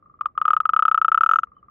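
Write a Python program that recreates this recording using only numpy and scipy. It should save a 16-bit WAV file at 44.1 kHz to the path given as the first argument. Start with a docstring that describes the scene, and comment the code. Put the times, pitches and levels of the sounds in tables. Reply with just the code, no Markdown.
"""Toad trill at night

A toad with a swollen vocal sac trills close by: each larynx pulse drives damped resonances of sac, throat and cavity.
As the sac fills its main ring rises and its lowest cavity tone sinks; shaped noise adds a puff of breath.
A second toad, a driven resonance with an upward flick, answers from afar; scattered echoes follow both.
A faint whistle, a gliding sine, passes over filtered noise: low rumble, hiss and a soft distant chorus."""
import sys
import numpy as np
from scipy import signal
from scipy.fft import rfft, irfft, next_fast_len
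from scipy.io import wavfile
from scipy.ndimage import map_coordinates

SR = 44100
rng = np.random.default_rng(int(sys.argv[2]) if len(sys.argv) > 2 else 0)


def unload_wav(signal):
    """Save mono or channel-first audio to the path in sys.argv[1] as 16-bit WAV at rate SR, clipped to [-1, 1]."""
    wavfile.write(
        sys.argv[1],
        SR,
        np.round(np.clip(np.atleast_2d(signal).T, -1, 1) * 32767).astype(np.int16),
    )


def field_ratio(decibels):
    """Amplitude ratio for a level in dB (20 dB per decade); scalars and array-likes work."""
    return 10 ** (np.asarray(decibels, dtype=float) / 20)


N = 74970  # length in samples


def unit(x):
    """Normalisation: scale a signal to rms 1."""
    return x / np.sqrt(np.mean(x ** 2) + 1e-20)


def along(points, hz):
    """Logarithmic frequency scale: interpolate (f, value) points on it."""
    f, value = np.transpose(points)
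    return np.interp(np.log(hz + 1), np.log(f + 1), value)


def at(rows, s):
    """Linear interpolation in time: every column of a table, read at the times s."""
    times, *columns = np.transpose(rows)
    return [np.interp(s, times, column) for column in columns]


def filtered(x, response):
    """Linear filtering: multiply the spectrum of x by a response of frequency."""
    size = next_fast_len(x.shape[-1] + 8192)
    spectrum = rfft(x, size) * response(np.fft.rfftfreq(size, 1 / SR))
    return irfft(spectrum, size)[..., :x.shape[-1]]


def ring(t, hz, db, t60, push, pan_db=0, lead=0, power=2, phase=0):
    """Damped resonance: driven for push seconds while it decays; db is the envelope's peak between the ears."""
    decay = field_ratio(-60 * t / t60)
    # an exponent under 1 makes every push strongest near its start
    drive = np.sin(np.pi * np.clip(t / push, 0, 1) ** 0.53) ** power
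    env = decay * np.cumsum(drive / np.maximum(decay, 1e-9))
    side = np.array([[.5], [-.5]])  # left, right
    level = field_ratio(db + pan_db * side)
    return level * env / env.max() * np.sin(2 * np.pi * hz * t + phase + lead * side)


def add(out, s, make, seconds=.08):
    """Superposition: add make(time since s) into out, with sub-sample timing."""
    i = int(np.ceil(s * SR))
    t = (i + np.arange(int(seconds * SR))) / SR - s
    out[:, i:i + len(t)] += make(t)


def night():
    """Partially correlated noise: rumble and hiss shared between the ears in part, and a blurred far chorus."""
    # spectrum of the night air: f/Hz, relative level per Hz/dB
    night_spectrum = [(15, -44), (32, -19), (59, -1.5), (135, -6.5), (236, -12), (634, -19.5), (950, -29.5),
                      (1600, -32.5), (2600, -45), (4200, -57), (9000, -65), (16000, -64)]
    # likeness of the two ears: f/Hz, left-right correlation
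    likeness = [(30, .87), (60, .93), (130, .91), (290, .78), (640, .4), (1500, .3), (12000, .1)]
    night_db, chorus_db, swell_db = -63.5, -76, 5  # rms level, middle level, spread of the swell
    chorus_hz, chorus_width_hz = 1230, 150  # centre; distance to half amplitude

    def mid_side_response(f):
        turn = np.arccos(np.clip(along(likeness, f), -1, 1)) / 2
        return field_ratio(along(night_spectrum, f)) * [np.cos(turn), np.sin(turn)]

    mid, side = filtered(rng.standard_normal((2, N)), mid_side_response)
    air = unit(np.array([mid + side, mid - side]))
    chorus = filtered(rng.standard_normal((2, N)), lambda f: 1 / (1 + ((f - chorus_hz) / chorus_width_hz) ** 4))
    swell = map_coordinates(rng.standard_normal(60), [np.arange(N) * 30 / SR])  # 30 random points per second
    return field_ratio(night_db) * air + field_ratio(chorus_db + swell_db * swell) * unit(chorus)


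def whistle():
    """Frequency modulation: one faint gliding sine, its phase the integral of its frequency."""
    # path of the whistle: t/s, f/Hz, rms level/dB
    glide = [(1.548, 3015, -95), (1.558, 3030, -82), (1.575, 3110, -89), (1.59, 3030, -73.5),
             (1.6, 2920, -89), (1.606, 2910, -88)]
    t = np.arange(N) / SR
    hz, db = at(glide, t)
    on = (t > glide[0][0]) & (t < glide[-1][0])
    return np.sqrt(2) * on * field_ratio(db) * np.sin(2 * np.pi * np.cumsum(hz) / SR)


def echo(x):
    """Diffuse scattering: banks and reeds answer with decaying noise, independent in each ear."""
    delay_s, t60_s = .01, .085
    t = np.arange(SR // 4) / SR
    tail = rng.standard_normal((2, len(t))) * field_ratio(-60 * t / t60_s)
    tail = tail / np.linalg.norm(tail[0])
    tail = np.pad(tail, ((0, 0), (int(delay_s * SR), 0)))
    return signal.fftconvolve(x, tail, axes=1)[:, :N]


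def far_toad():
    """Pulse-driven resonance: a longer push than the near toad's, each opened by a quick upward flick."""
    # pulses of the far toad: t/s, peak level/dB
    far_pulses = [(0.0263, -46), (0.0593, -43.5), (0.0982, -43), (0.1406, -43), (1.4716, -44),
                  (1.5184, -43), (1.5673, -42.5), (1.6287, -42.5), (1.6846, -41), (.191, -43),
                  (.233, -37.5), (.286, -41), (.353, -40.5), (.4, -38), (.444, -34.5), (.633, -36),
                  (.675, -40.5), (.723, -41), (1.423, -46)]
    early_s = .0018  # each ring starts this long before its listed time
    flick_hz, flick_hz_per_s, flick_db = 1450, 230000, -27  # start, glide, middle level re pulse
    out = np.zeros((2, N + SR))

    def pulse(t, db):
        body_hz = 1208 + 8 * rng.standard_normal()
        body = ring(t, body_hz, db, t60=.03, push=.0065, pan_db=.6, lead=1.5)
        level = db + flick_db + 2.5 * rng.standard_normal()
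        glide = np.pi * flick_hz_per_s * t ** 2
        flick = ring(t, flick_hz, level, t60=.02, push=.0018, phase=glide)
        fade = np.clip((.0065 - t) / .002, 0, 1)
        return body + fade * flick

    for s, db in far_pulses:
        add(out, s - early_s, lambda t: pulse(t, db))
    return out[:, :N]


def sac_ring(t, s, db):
    """Resonance of the sac: the main ring and its octave start sharp and settle."""
    # the sac as it fills: t/s, settled main ring f/Hz, main ring T60/s, lowest cavity tone f/Hz
    filling = [(.21, 1207, 0.023, 7620), (.45, 1251, 0.028, 7520), (.66, 1271, 0.026, 7350),
               (.98, 1290, 0.03, 6815), (1.24, 1308, 0.024, 6570), (1.44, 1298, 0.02, 6380)]
    hz, t60, low_hz = at(filling, s)
    chirp_hz, chirp_s = 220, 0.00059  # sharpness at the start, time constant of settling
    bend = 2 * np.pi * chirp_hz * chirp_s * (1 - np.exp(-t / chirp_s))
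    main = -ring(t, hz, db, t60, push=.0039, pan_db=2.6, lead=.41, power=1, phase=bend)
    octave = ring(t, 2 * hz, db - 31, t60=.011, push=.0039, lead=.5, power=1, phase=2 * bend)
    return main + octave, low_hz


def throat_rings(t, db):
    """Modal superposition: short rings of throat and head, scattered a little at each pulse."""
    # modes: middle f/Hz, middle level re pulse/dB, T60/s, left over right/dB, left phase lead/rad, polarity
    modes = [(500, -43, .016, 1.6, .3, 1), (705, -37, .028, 1.9, .3, -1), (1750, -36, .01, 1.1, .05, 1),
             (2150, -36, .014, .4, .1, -1), (2400, -37, .01, .1, .3, 1), (2900, -34, .024, .1, .6, 1),
             (3150, -35, .013, .1, .65, -1), (3480, -43, .012, .1, .65, 1), (3750, -44, .013, .1, .6, -1),
             (5150, -61, .018, .1, .2, 1), (11650, -67, .016, .1, -.6, 1)]
    scatter_db, detune = 1.4, .007  # standard deviations; detune is a fraction of frequency
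    out = 0
    for hz, gain, t60, pan, lead, sign in modes:
        size, tune = rng.standard_normal(2)
        level = db + gain + scatter_db * size
        out = out + sign * ring(t, hz * (1 + detune * tune), level, t60, push=.002, pan_db=pan, lead=lead)
    return out


def cavity_tones(t, s, db, low_hz):
    """Cavity resonance: thin tones keep their ratios to the lowest, each with its own course of level."""
    # tones: multiple of the lowest, T60/s, left phase lead/rad
    tones = [(1, .036, .05), (1.165, .034, .05), (1.765, .024, -1.6), (1.9, .022, 2.3), (2.13, .024, 2.3)]
    # course of each tone: t/s, then middle level re pulse/dB for each of the five
    tone_levels = [(0.212, -53.5, -91.5, -82, -81, -77.5), (0.479, -51.5, -91, -75, -52, -90),
                   (0.601, -51, -92, -63, -55, -89.5), (.75, -62.5, -82, -59, -70.5, -77.5),
                   (0.952, -54.5, -65.5, -63.5, -76.5, -57), (1.15, -58.5, -54.5, -57.5, -80.5, -56),
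                   (1.25, -52, -54.5, -54.5, -76.5, -56), (1.34, -46.5, -57, -66, -80.5, -68),
                   (1.44, -51, -58.5, -76, -84, -79)]
    out = 0
    for (multiple, t60, lead), gain in zip(tones, at(tone_levels, s)):
        level = db + gain + 1.5 * rng.standard_normal()
        out = out + ring(t, multiple * low_hz, level, t60, push=.0035, lead=lead)
    return out


def breath():
    """Shaped turbulence noise: steady breath of rms 1, mostly common to both ears."""
    # spectrum of the breath: f/Hz, relative level/dB
    breath_spectrum = [(200, -4), (1500, -16), (3500, -6.5), (4300, -7.5), (7000, -13), (10000, -14),
                       (12500, -25), (15300, -21), (17000, -60)]
    common, *each = rng.standard_normal((3, N))
    return unit(filtered(common + 0.43 * np.array(each), lambda f: field_ratio(along(breath_spectrum, f))))


def puff(t, db):
    """Amplitude modulation: the envelope of the breath at each opening, a soft rise and a decay."""
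    breath_db, t60_s, rise_s = -45.5, 0.034, 0.0024  # level re pulse before the rise and decay
    return field_ratio(db + breath_db - 60 * t / t60_s) * (1 - np.exp(-t / rise_s)) ** 2


def near_toad():
    """Source and resonators: each larynx pulse rings sac, throat and cavity and lets out a puff of breath."""
    # larynx pulses of the near toad: t/s, peak level of the main ring/dB
    larynx_pulses = [(0.2104, -13), (0.258, -10.5), (0.3773, -10.5), (0.4152, -8.5), (0.4538, -7.5),
                     (0.4802, -6), (0.5056, -5.5), (0.5336, -6), (0.5661, -6.5), (0.603, -8),
                     (0.6549, -7.5), (0.692, -7), (0.7349, -6.5), (0.7642, -5), (0.7922, -5.5),
                     (0.8241, -5.5), (0.853, -5), (0.8813, -5.5), (0.9145, -6), (0.9452, -5.5),
                     (0.9769, -6), (1.0154, -6), (1.047, -5.5), (1.0818, -6), (1.1178, -5), (1.1454, -4.5),
                     (1.1761, -5), (1.209, -4.5), (1.2347, -4), (1.2624, -6), (1.291, -5.5), (1.313, -4.5),
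                     (1.3354, -5), (1.3584, -6), (1.3872, -6.5), (1.4338, -12)]
    lead_s = .0008  # each ring starts this long before its listed time
    out, puffs = np.zeros((2, N + SR)), np.zeros((2, N + SR))

    def pulse(t, s, db):
        sac, low_hz = sac_ring(t, s, db)
        return sac + throat_rings(t, db) + cavity_tones(t, s, db, low_hz)

    for s, db in larynx_pulses:
        add(out, s - lead_s, lambda t: pulse(t, s, db))
        add(puffs, s - lead_s, lambda t: puff(t, db))
    return out[:, :N] + puffs[:, :N] * breath()


def scene():
    """Superposition: both toads with their echoes, the whistle and the night."""
    near, far = near_toad(), far_toad()
    echoes = echo(field_ratio(-42) * near + field_ratio(-7) * far)
    return near + far + echoes + whistle() + night()


def top_cut(x):
    """Nothing passes above the cut-off."""
    return signal.sosfilt(signal.butter(12, 16480, fs=SR, output="sos"), x)


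def record(dry):
    """Two-channel transmission: hand on the finished stereo mix."""
    return top_cut(dry)


dry = scene()
out = record(dry)
unload_wav(out)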